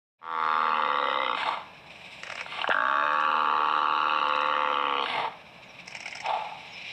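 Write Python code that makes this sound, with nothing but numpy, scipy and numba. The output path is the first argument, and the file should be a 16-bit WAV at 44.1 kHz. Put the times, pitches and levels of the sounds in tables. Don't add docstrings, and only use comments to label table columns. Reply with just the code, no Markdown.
import sys
import numpy as np
from scipy import signal
from scipy.fft import rfft, irfft
from scipy.io import wavfile
from scipy.ndimage import uniform_filter1d, minimum_filter1d
from numba import njit

SR = 44100
rng = np.random.default_rng(int(sys.argv[2]) if len(sys.argv) > 2 else 0)


def wrap_up_sound(samples):
    columns = np.atleast_2d(samples).T
    tamed = np.clip(columns, -1, 1)
    steps = np.round(tamed * 32767).astype(np.int16)
    wavfile.write(sys.argv[1], SR, steps)


N = 305524
TIME = np.arange(N) / SR
START_S = 0.18


def from_db(db):
    return 10 ** (np.asarray(db) / 20)


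def rms_one(x):
    return x / np.sqrt(np.mean(x ** 2) + 1e-20)


def along(rows, t):
    s, *columns = np.transpose(rows)
    return [np.interp(t, s, c) for c in columns]


def drift(rate, t):
    knots = np.arange(0, N / SR + 1, 1 / rate)
    return np.interp(t, knots, rng.standard_normal(len(knots)))


def colour(x, spectrum):
    size = 4096
    hz, db = np.transpose(spectrum)
    f = np.maximum(np.arange(size // 2 + 1) * SR / size, 1)
    octaves_outside = np.maximum(np.log2(hz[0] / f), 0) + np.maximum(np.log2(f / hz[-1]), 0)
    gain = from_db(np.interp(np.log(f), np.log(hz), db) - np.minimum(48 * octaves_outside, 60))
    cepstrum = irfft(np.log(gain))[:size // 2]
    cepstrum[1:] *= 2
    response = irfft(np.exp(rfft(cepstrum, size)))
    return signal.fftconvolve(x, response / np.linalg.norm(response))[:len(x)]


def noise(spectrum):
    return colour(rng.standard_normal(N), spectrum)


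@njit
def two_pole(x, angle, r):
    y = np.zeros(len(x))
    for i in range(2, len(x)):
        y[i] = (1 - r * r) / 2 * (x[i] - x[i - 2]) + 2 * r * np.cos(angle[i]) * y[i - 1] - r * r * y[i - 2]
    return y


def resonate(x, hz, width):
    angle = 2 * np.pi * hz / SR * np.ones(len(x))
    return two_pole(x + 1e-18, angle, np.exp(-np.pi * width / SR))


def formant(x, hz, width):
    split = np.sqrt(3) / 4 * width
    middle = resonate(x, hz, width)
    return resonate(resonate(middle, hz - split, width / 2), hz + split, width / 2)


def evened(x):
    power = uniform_filter1d(uniform_filter1d(x ** 2, size=2200), size=1800)
    return x / np.sqrt(np.maximum(power, 0) + 1e-3 * np.mean(x ** 2))


def bursts(times, levels_db, rise, fall):
    out = np.zeros(N)
    for s, db in zip(times, levels_db):
        near = slice(int((s - .02) * SR), int((s + .12) * SR))
        age = TIME[near] - s
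        out[near] += from_db(db) * np.exp(np.minimum(age / rise, -age / fall))
    return out


def loud(x, knee_db):
    power = abs(uniform_filter1d(x ** 2, size=6000))
    return power / (power + from_db(knee_db) ** 2)


# delay [t/s], gain
ECHOES = [(.0027, 0.027), (.00435, 0.27), (.0079, .12)]


def surroundings(x, scatter_db=-12, t60=0.41):
    at, t = np.arange(len(x)), TIME[:SR // 3]
    early = sum(gain * np.interp(at - delay * SR, at, x, left=0) for delay, gain in ECHOES)
    tail = rng.standard_normal(len(t)) * from_db(-60 * t / t60) * (t > .005)
    scattered = signal.fftconvolve(x, tail / np.linalg.norm(tail))[:len(x)]
    return x + early + from_db(scatter_db) * scattered


# f/Hz, level/dB
MURMUR = [(15, -21.5), (25, -23), (171, -4.5), (204, -7), (400, -14), (429, -12.5), (452, -8), (494, -14),
          (530, -8), (633, -3), (667, -5.5), (916, -6.5), (1150, -9.5), (1420, -17), (1700, -9.5),
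          (2210, -37.5), (3740, -120)]
# f/Hz, level/dB
MIC_HISS = [(5000, 1.8), (10000, 2), (15500, -2)]
# f/Hz, level/dB
LEAVES = [(880, -43.5), (1500, -30), (1820, -15.5), (1990, -9), (2390, 2), (3260, -10.5), (3950, -8.5),
          (4470, -23.5), (4980, -18.5), (5330, -16), (5840, -22.5), (6140, -30), (7880, -38.5),
          (11000, -49.5), (14300, -78), (22000, -120)]
# f/Hz, level/dB
AIR_HISS = [(3820, -52), (6500, -25), (7190, 0.5), (8220, 1), (9670, -13.5), (13000, -21)]
# f/Hz, rms level/dB
HUM = [(133.7, -71.5), (156, -89.5), (178.5, -68.5)]
# centre [t/s], half length [t/s], leafy hiss [level/dB], high rustle [level/dB]
STIRS = [(2.365, 0.38, -46.5, -66.5), (6.305, 0.53, -49, -76), (6.95, 0.21, -44, -86)]
MURMUR_DB, MIC_HISS_DB, LEAVES_DB, RUSTLE_DB = -52, -79, -53.5, -84
FADE_IN_S = 0.25


def background(steady_dip_db, leaves_dip_db, flicker_db=2.0):
    leafy, rustle = from_db(LEAVES_DB), from_db(RUSTLE_DB)
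    for s, half_s, leafy_db, rustle_db in STIRS:
        swell = np.exp(-((TIME - s) / half_s) ** 2)
        leafy = leafy + from_db(leafy_db) * swell
        rustle = rustle + from_db(rustle_db) * swell
    hum = np.zeros(N)
    for hz, db in HUM:
        wavering_hz = hz + 1.2 * drift(7.0, TIME)
        hum += from_db(db) * np.sqrt(2) * np.sin(2 * np.pi * np.cumsum(wavering_hz) / SR)
    flicker = from_db(flicker_db * drift(55, TIME))
    leaves = (leafy * noise(LEAVES) + rustle * noise(AIR_HISS)) * flicker
    steady = from_db(MURMUR_DB) * noise(MURMUR) + from_db(MIC_HISS_DB) * noise(MIC_HISS)
    fade_in = np.clip((TIME - START_S) / FADE_IN_S, 0, 1)
    return ((hum + steady) * from_db(steady_dip_db) + leaves * from_db(leaves_dip_db)) * fade_in


# start [t/s], length [t/s], start f/Hz, end f/Hz, peak level/dB before the reflections
CHIRPS = [(5.62, .06, 7100, 6470, -71), (5.679, 0.05, 5800, 5300, -57), (6.672, 0.086, 6800, 6500, -65),
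          (6.719, 0.052, 5520, 5060, -46.5)]


def birds():
    out = np.zeros(N)
    for s, length, start_hz, end_hz, db in CHIRPS:
        part = np.clip((TIME - s) / length, 0, 1)
        hz = start_hz + (end_hz - start_hz) * part + 150 * drift(610, TIME)
        out += from_db(db) * np.sin(np.pi * part) * np.sin(2 * np.pi * np.cumsum(hz) / SR)
    return surroundings(out, scatter_db=-8, t60=.25)


# f/Hz, width [f/Hz], gain [level/dB]
KNOCK = [(128, 120, 15.5), (337, 390, 25.5), (514, 230, 31), (4170, 5000, -7.5)]
KNOCK_S = 2.691


def knock():
    click = np.zeros(N)
    click[int(KNOCK_S * SR)] = 1
    return sum(from_db(db) * formant(click, hz, width) for hz, width, db in KNOCK)


# t/s, body [level/dB], treble [level/dB], both before trim and colour
CRACKLES = [(2.232, -31.5, -40), (2.267, -37, -46), (2.2735, -31, -59), (2.299, -27.5, -41),
            (2.321, -27.5, -43), (2.353, -29.5, -40.5), (2.376, -32, -55), (2.391, -28.5, -53),
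            (2.4085, -24.5, -41), (3.13, -55, -51), (3.203, -44, -50), (4.284, -47, -51), (4.357, -46, -49),
            (4.409, -50, -51), (4.466, -42, -54), (5.877, -35.5, -37.5), (5.907, -46, -45),
            (5.917, -45, -49), (5.923, -33, -58), (5.949, -28, -38.5), (5.967, -37, -46),
            (6.003, -32.5, -39), (6.027, -34, -47), (6.057, -27, -41), (6.078, -29.5, -39),
            (6.108, -39, -43), (6.117, -51, -48), (6.1248, -31, -60), (6.1511, -28.5, -37),
            (6.169, -34.5, -43), (6.181, -42, -63), (6.202, -29.5, -36.5), (6.2587, -25.5, -40.5)]
# f/Hz, level/dB
CRACKLE_BODY = [
    [(240, -68), (400, -24), (541, -5), (766, -4), (934, -7.5), (1690, -2), (2840, -3), (3490, -20),
     (3800, -12), (4940, -36), (8360, -120)],
    [(240, -49), (400, -32), (647, -6.5), (842, 0.5), (1130, -25.5), (1390, -7.5), (1820, -7), (2080, 4.5),
     (2330, 2), (3090, -5.5), (3800, -49.5), (4940, -71), (8360, -120)],
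]
# f/Hz, level/dB
CRACKLE_TOP = [(3600, -30), (4000, 4), (4740, 9.5), (5400, 19), (6000, 9.5), (6740, 2), (7930, 5.5),
               (9500, -15), (13000, -33)]
# t/s, slap rate [f/Hz]
PITCH = [
    [(0.2169, 80.63), (0.28, 82.98), (0.5, 77.7), (0.61, 79.07), (0.75, 77.72), (1.06, 69.5), (1.21, 67.05),
     (1.36, 54.53)],
    [(2.7449, 44.35), (2.83, 62.18), (2.91, 69.6), (3.08, 74.88), (3.29, 76.86), (3.36, 78.06),
     (3.48, 74.38), (3.75, 76.19), (3.84, 74.95), (4.15, 76.27), (4.22, 73.83), (4.42, 73.54), (4.5, 75.09),
     (5.045, 69.12)],
]


def crackles(body_db=-1, top_db=0.5, grain_db=0.0, follow_s=0.013):
    rise_s, fall_s, follow_db = .0018, .0024, -15
    s, peak_db, treble_db = np.transpose(CRACKLES)
    strays = (s[:, None] + follow_s * rng.uniform(-1.42, 1.6, (len(s), 2))).ravel()

    def clumps(db):
        grain = rng.standard_normal(N) * from_db(grain_db * drift(1500, TIME))
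        main = bursts(s + 0.0024, db, rise_s, fall_s)
        return grain * (main + bursts(strays, np.repeat(db, 2) + follow_db, rise_s, fall_s))

    body, top = clumps(peak_db + body_db), clumps(treble_db + top_db)
    later = TIME > PITCH[1][0][0]
    body = sum(colour(body * run, shape) for run, shape in zip([~later, later], CRACKLE_BODY))
    return surroundings(body + colour(top, CRACKLE_TOP), scatter_db=-10, t60=.14)


# start [t/s], attack [t/s], hold [t/s], release [level/dB per s],
# throat, rasp and hiss [level/dB, before tilt and gusts], hiss f/Hz, hiss width [f/Hz]
HUFFS = [(1.345, 0.045, 0.15, 157, -33, -30, -57, 7640, 1990),
         (2.435, 0.14, 0.053, 595, -40.5, -32, -61, 8400, 2700),
         (5.003, 0.086, 0.15, 171, -33, -28, -57.5, 8330, 3000),
         (6.222, 0.034, 0.09, 76, -30, -37, -67, 7700, 1990)]
# f/Hz, level/dB
AIR_THROAT = [
    [(120, -64), (200, -13), (237, -52), (300, -11), (365, -23.5), (538, -10.5), (727, -5), (869, 4),
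     (1280, -1.5), (1900, -22), (2470, -31), (4180, -120)],
    [(180, -73), (300, -21), (1030, -7), (1150, -4), (1440, -14), (1900, -30), (2470, -44), (4180, -120)],
    [(76, -48), (130, -15), (238, -33), (298, -13.5), (408, -28), (452, -6), (523, -17), (876, 3.5),
     (1010, -4.5), (1280, -6.5), (1450, -22), (1900, -14), (2470, -41), (4180, -120)],
    [(180, -64), (300, -29), (381, -30), (552, -16), (838, 3), (1030, -12.5), (1350, -13), (1460, -25),
     (1900, -28), (2470, -46), (4180, -120)],
]
# f/Hz, level/dB
AIR_RASP = [(940, -38), (1600, -0.5), (1910, -6), (2130, 10), (2310, 2.5), (3110, 0.5), (3390, -1),
            (3710, 3), (4000, -10), (4330, -5.5), (4700, -24.5), (5470, -16), (6170, -42.5), (6800, -56),
            (8840, -106), (15000, -120)]
# throat, rasp, hiss [level/dB per s]
HUFF_TILT_DB_PER_S = (24.5, -36, -47)
# t/s, gust against the steady air [level/dB]
FLAPS = [(1.405, 3), (1.433, -5), (1.459, 2), (1.489, 6), (1.51, 1), (1.542, -8), (1.574, 3), (5.085, -10),
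         (5.103, -19), (5.139, -4), (5.159, 1.5), (5.181, 1), (5.213, -10), (5.246, -4), (6.25, -8),
         (6.285, -12), (6.293, -1), (6.339, 0), (6.354, -4), (6.374, 1), (6.424, -4)]


def huffs(flutter_db=2.0, flutter_hz=110, steady_db=-3.0, gust_rise_s=0.0017, gust_fall_s=0.0028):
    rasp, white = noise(AIR_RASP), rng.standard_normal(N)
    out = np.zeros(N)
    for huff, shape in zip(HUFFS, AIR_THROAT):
        start, attack_s, hold_s, release_db_per_s, *levels_db, hiss_hz, hiss_width = huff
        age = np.maximum(TIME - start, 0)
        held = np.minimum(age, attack_s + hold_s)
        envelope = np.minimum(age / attack_s, 1) * from_db(-release_db_per_s * (age - held))
        hiss = rms_one(formant(white, hiss_hz, hiss_width))
        for part, db, tilt_db in zip([noise(shape), rasp, hiss], levels_db, HUFF_TILT_DB_PER_S):
            out += envelope * from_db(db + tilt_db * held) * part
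    gusts = 1 + bursts(*np.transpose(FLAPS), gust_rise_s, gust_fall_s)
    ragged = from_db(steady_db + flutter_db * drift(flutter_hz, TIME))
    return surroundings(out * gusts * ragged, scatter_db=-12.5, t60=0.3)


# t/s, body [level/dB], treble [level/dB], both before trim and colour
CREAKS = [(1.372, -24, -38), (1.403, -31, -35), (1.429, -16.5, -28), (1.456, -23.5, -37),
          (2.461, -23.5, -42.5), (2.521, -23, -38), (2.555, -34, -41), (2.586, -22, -37), (2.592, -28, -32),
          (2.615, -19, -22.5), (2.641, -10.5, -46), (2.675, -11.5, -30), (2.699, -5, -28.5),
          (2.711, -6.5, -29.5), (2.721, -12.5, -26), (5.058, -15.5, -29.5), (5.083, -40, -37),
          (5.1, -31, -26)]


def creaks(body_db=-1, treble_db=3):
    s, peak_db, top_db = np.transpose(CREAKS)
    body = bursts(s + 0.0017, peak_db + body_db, 0.00023, 0.0012) * rng.standard_normal(N)
    top = bursts(s + 0.00048, top_db + treble_db, 0.00012, 0.0034) * rng.standard_normal(N)
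    body = colour(body, [(450, -15.5), (800, 7.5), (1200, 4.5), (1680, 7.5), (2050, -8.0)])
    top = colour(top, [(2200, -1.5), (2900, 12.5), (3900, -4), (4600, -19.5)])
    return surroundings(body + top)


def folds(pitch, t, roughness, limp_db, jitter_s=0.00021, limp_s=.00018, shimmer_db=-0.2, leak_s=0.0024):
    cycles = np.cumsum(along(pitch, t)[0] * (t > pitch[0][0])) / SR
    slaps = t[np.flatnonzero(np.diff(np.ceil(cycles)))]
    slaps = slaps[slaps < pitch[-1][0]]
    rough = np.interp(slaps, t, roughness)
    chance = rng.standard_normal((len(slaps), 2))
    turn = (-1) ** np.arange(len(slaps))
    slaps = slaps + rough * (jitter_s * chance[:, 0] + limp_s * turn)
    closure_db = rough * (shimmer_db * chance[:, 1] + limp_db * turn)
    at = np.clip((slaps - t[0]) * SR, 0, len(t) - 1).astype(int)
    pulses, gaps = np.zeros((2, len(t)))
    pulses[at] = from_db(closure_db)
    gaps[at] = from_db(-closure_db)
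    opening = signal.fftconvolve(gaps, np.exp(-abs(np.arange(-400, 401)) / SR / leak_s), "same")
    leak = rms_one(opening * rng.standard_normal(len(t))) * np.sqrt(abs(roughness))
    return rms_one(pulses), leak


# f/Hz, level/dB
LEAK = [(400, -8.5), (1100, -6), (1800, 1.5), (2800, 4), (4000, 5.5), (8000, 3)]
SKIRT_STEEPNESS = 5.3


def throat(pulses, leak, roughness, modes, hop_size=256):
    size = 8 * hop_size
    starts = np.arange(0, len(pulses) - 2 * hop_size, hop_size)
    f = np.maximum(np.arange(size // 2 + 1) * SR / size, 1)

    def now(curve):
        return curve[starts + hop_size, None] if np.ndim(curve) else curve

    power = from_db(-62.5) ** 2 / (1 + (f / 8000) ** 8)
    for hz, width, db in modes:
        offset = abs(2 * (f - now(hz)) / now(width))
        power = power + from_db(now(db)) ** 2 / (1 + offset ** SKIRT_STEEPNESS)
    cepstrum = irfft(np.log(power / power.mean(axis=1, keepdims=True)) / 2)[:, :size // 2]
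    cepstrum[:, 1:] *= 2
    response = np.exp(rfft(cepstrum, size))
    leak_hz, leak_db = np.transpose(LEAK)
    air = from_db(np.interp(f, leak_hz, leak_db))
    block = starts[:, None] + np.arange(2 * hop_size)
    window = signal.get_window("hann", 2 * hop_size)
    source = rfft(pulses[block] * window, size) + air * rfft(leak[block] * window, size)
    source = source / np.sqrt(1 + air ** 2 * abs(now(roughness)))
    out = np.zeros(len(pulses) + size)
    for i, ringing in zip(starts, irfft(source * response)):
        out[i:i + size] += ringing
    return evened(out[:len(pulses)])


BELLOWS = [(0.29, -24.5, 5200, 0.1, .385, 0.78, -2.0), (0.0076, -23.5, 5680, 0.12, 0.45, 0.51, 1.5)]
# t/s, main f/Hz, third f/Hz, third width [f/Hz], third [level/dB against main], nasal f/Hz, strain [about 0-1]
MOUTH = [
    [(.3, 1090, 1910, 505, -12.5, 291, 0.07), (.48, 1160, 1980, 497, -13.5, 289, 0.1),
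     (.75, 1142, 1950, 280, -10, 262.4, 0.37), (1.05, 1124, 1960, 171, -2.5, 287, 1.02),
     (1.2, 1150, 1996, 150, 2, 293, 1.1), (1.36, 1110, 2140, 150, -5, 283, 0.4)],
    [(2.78, 1300, 1527, 201, 5, 278, 0.7), (2.9, 1350, 1630, 270, -6, 290, 0.33),
     (3.06, 1262, 1640, 280, -1, 291, 0.84), (3.26, 1182, 1640, 211, -4, 285, 0.06),
     (3.4, 1144, 1590, 250, -20.5, 266, 0), (3.52, 1100, 1790, 220, -13.5, 290, 0),
     (4.05, 1160, 1960, 280, -24.5, 313, 0), (4.36, 1176, 1880, 335, -9, 292, 0.56),
     (4.85, 1117, 1990, 400, -9, 290, 0.78), (5.05, 970, 2180, 300, -9.5, 270, 1)],
]
# t/s, fourth f/Hz, level/dB, rasp f/Hz, level/dB, fifth f/Hz, level/dB, sixth level/dB, seventh level/dB
THROAT = [
    [(.3, 2570, -46, 3250, -22, 3560, -21, -38, -37.5),
     (.5, 2590, -17.5, 3200, -29, 3580, -16.5, -25.5, -34),
     (.75, 2650, -11, 2930, -18, 3560, -19, -25, -36), (1.02, 2550, -16.5, 3020, -14, 3750, -9.5, -37, -35),
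     (1.27, 2480, -9, 3100, -7, 3700, -8, -39, -30)],
    [(2.82, 2670, -17, 3180, -20.5, 3680, -19, -44, -40),
     (3.05, 2500, -10, 2960, -21.5, 3710, -17.5, -30, -37),
     (3.27, 2600, -12, 2810, -13.5, 3900, -20.5, -33, -44),
     (3.65, 2590, -15, 2900, -13.5, 3840, -21, -31.5, -44),
     (4, 2650, -19.5, 2770, -7.5, 3850, -15.5, -26, -38),
     (4.4, 2610, -11.5, 2800, -8, 3840, -12.5, -27, -41),
     (4.65, 2560, -9.5, 2970, -10.5, 3810, -20.5, -41, -35.5),
     (4.9, 2440, -8.5, 2990, -7.5, 3650, -20.5, -32, -43), (5.03, 2530, -8, 3080, -2, 3680, -14, -18, -34)],
]
# f/Hz, width [f/Hz], level/dB against the main one
HEAD = [(874, 86, -1.5), (1205, 280, 2), (1677, 160, -12.5), (2540, 2230, -28.5), (7600, 970, -52)]
# level/dB, more at strain 1 [dB], more by the end of the bellow [dB]
NASAL = (-28.5, 0.64, 6.1)
# level/dB, more at strain 1 [dB], more by the end of the bellow [dB]
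LOW = (-9.5, 11.4, 0)
LOW_SHARE, LOW_STRAIN_HZ = 0.4376, 42.6
SIXTH_HZ, NASAL_WIDTH_HZ = 4270, 94.3
RASP_FLICKER_DB, RASP_FLICKER_HZ = 1.07, 25.08
SAG_DB, SAG_POWER = 4, 2.1
FALTER_S, FALTER_DB = 0.042, 3
HOARSE_OVER_S = 0.0067
MOUTH_LOW_CUT_HZ = 320


def bellow(call, pitch, mouth_shape, throat_shape, nasal_air=0.31, release_s=0.0099, nasal_release_s=0.17):
    attack_s, level_db, seventh_hz, rough_first, hoarse_s, rough_later, limp_db = call
    start, end = pitch[0][0], pitch[-1][0]
    span = (TIME > start - .008) & (TIME < end + .16)
    t = TIME[span]
    age, after = t - t[0], np.maximum(t - end, 0)
    spent = np.minimum(age / (end - start), 1)
    effort = from_db(level_db - SAG_DB * spent ** SAG_POWER) * np.minimum(age / attack_s, 1)
    falter = from_db(-FALTER_DB * np.clip(1 + (t - end) / FALTER_S, 0, 1))
    hoarse = (1 + np.tanh((age - hoarse_s) / HOARSE_OVER_S)) / 2
    roughness = rough_first + (rough_later - rough_first) * hoarse
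    main_hz, third_hz, third_width, third_db, nasal_hz, strain = along(mouth_shape, t)
    fourth_hz, fourth_db, rasp_hz, rasp_db, fifth_hz, fifth_db, sixth_db, seventh_db = along(throat_shape, t)
    low_hz = LOW_SHARE * main_hz + LOW_STRAIN_HZ * strain
    nasal_db, low_db = [db + strain_db * strain + spent_db * spent for db, strain_db, spent_db in (NASAL, LOW)]
    pulses, leak = folds(pitch, t, roughness, limp_db)
    leak = leak + 0.27 * (after > 0) * rng.standard_normal(len(t))
    # f/Hz, width [f/Hz], level/dB
    lower = [(low_hz, 90, low_db), (main_hz, 480, 0), (third_hz, third_width, third_db)]
    upper = [(fourth_hz, 260, fourth_db), (rasp_hz, 420, rasp_db), (fifth_hz, 300, fifth_db),
             (SIXTH_HZ, 280, sixth_db), (seventh_hz, 560, seventh_db)]
    upper = [(hz, width, db + RASP_FLICKER_DB * drift(RASP_FLICKER_HZ, t)) for hz, width, db in upper]
    mouth = throat(pulses, leak, roughness, lower + upper + HEAD)
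    mouth = signal.sosfilt(signal.butter(2, MOUTH_LOW_CUT_HZ, "high", fs=SR, output="sos"), mouth)
    nose = from_db(nasal_db) * evened(formant(pulses + nasal_air * leak, nasal_hz, NASAL_WIDTH_HZ))
    mouth = mouth * falter * np.exp(-after / release_s)
    nose = nose * np.exp(-after / nasal_release_s)
    out = np.zeros(N)
    out[span] = effort * (mouth + nose)
    return surroundings(out, scatter_db=-12.5, t60=0.5)


DUCK_DB, LEAVES_DUCK_DB, DUCK_KNEE_DB = 3.5, 4.5, -22
CRACKLE_DUCK_DB, CRACKLE_KNEE_DB = 4.5, -48.5


def scene():
    voice = sum(bellow(*call) for call in zip(BELLOWS, PITCH, MOUTH, THROAT))
    snaps = crackles()
    calling = loud(voice, DUCK_KNEE_DB)
    leaves_dip_db = -LEAVES_DUCK_DB * calling - CRACKLE_DUCK_DB * loud(snaps, CRACKLE_KNEE_DB)
    floor = background(-DUCK_DB * calling, leaves_dip_db)
    return (floor + birds() + knock() + snaps + huffs() + creaks() + voice)[None]


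CUTOFF_HZ = 16000


def record(dry, ceiling=0.26):
    opened = dry * np.clip((TIME - START_S) / 0.012, 0, 1)
    peak = uniform_filter1d(-minimum_filter1d(-abs(opened), size=66), size=44)
    limited = opened / np.sqrt(np.sqrt(1 + (peak / ceiling) ** 4))
    return signal.sosfilt(signal.cheby2(16, 60, CUTOFF_HZ, fs=SR, output="sos"), limited)


dry = scene()
out = record(dry)
wrap_up_sound(out)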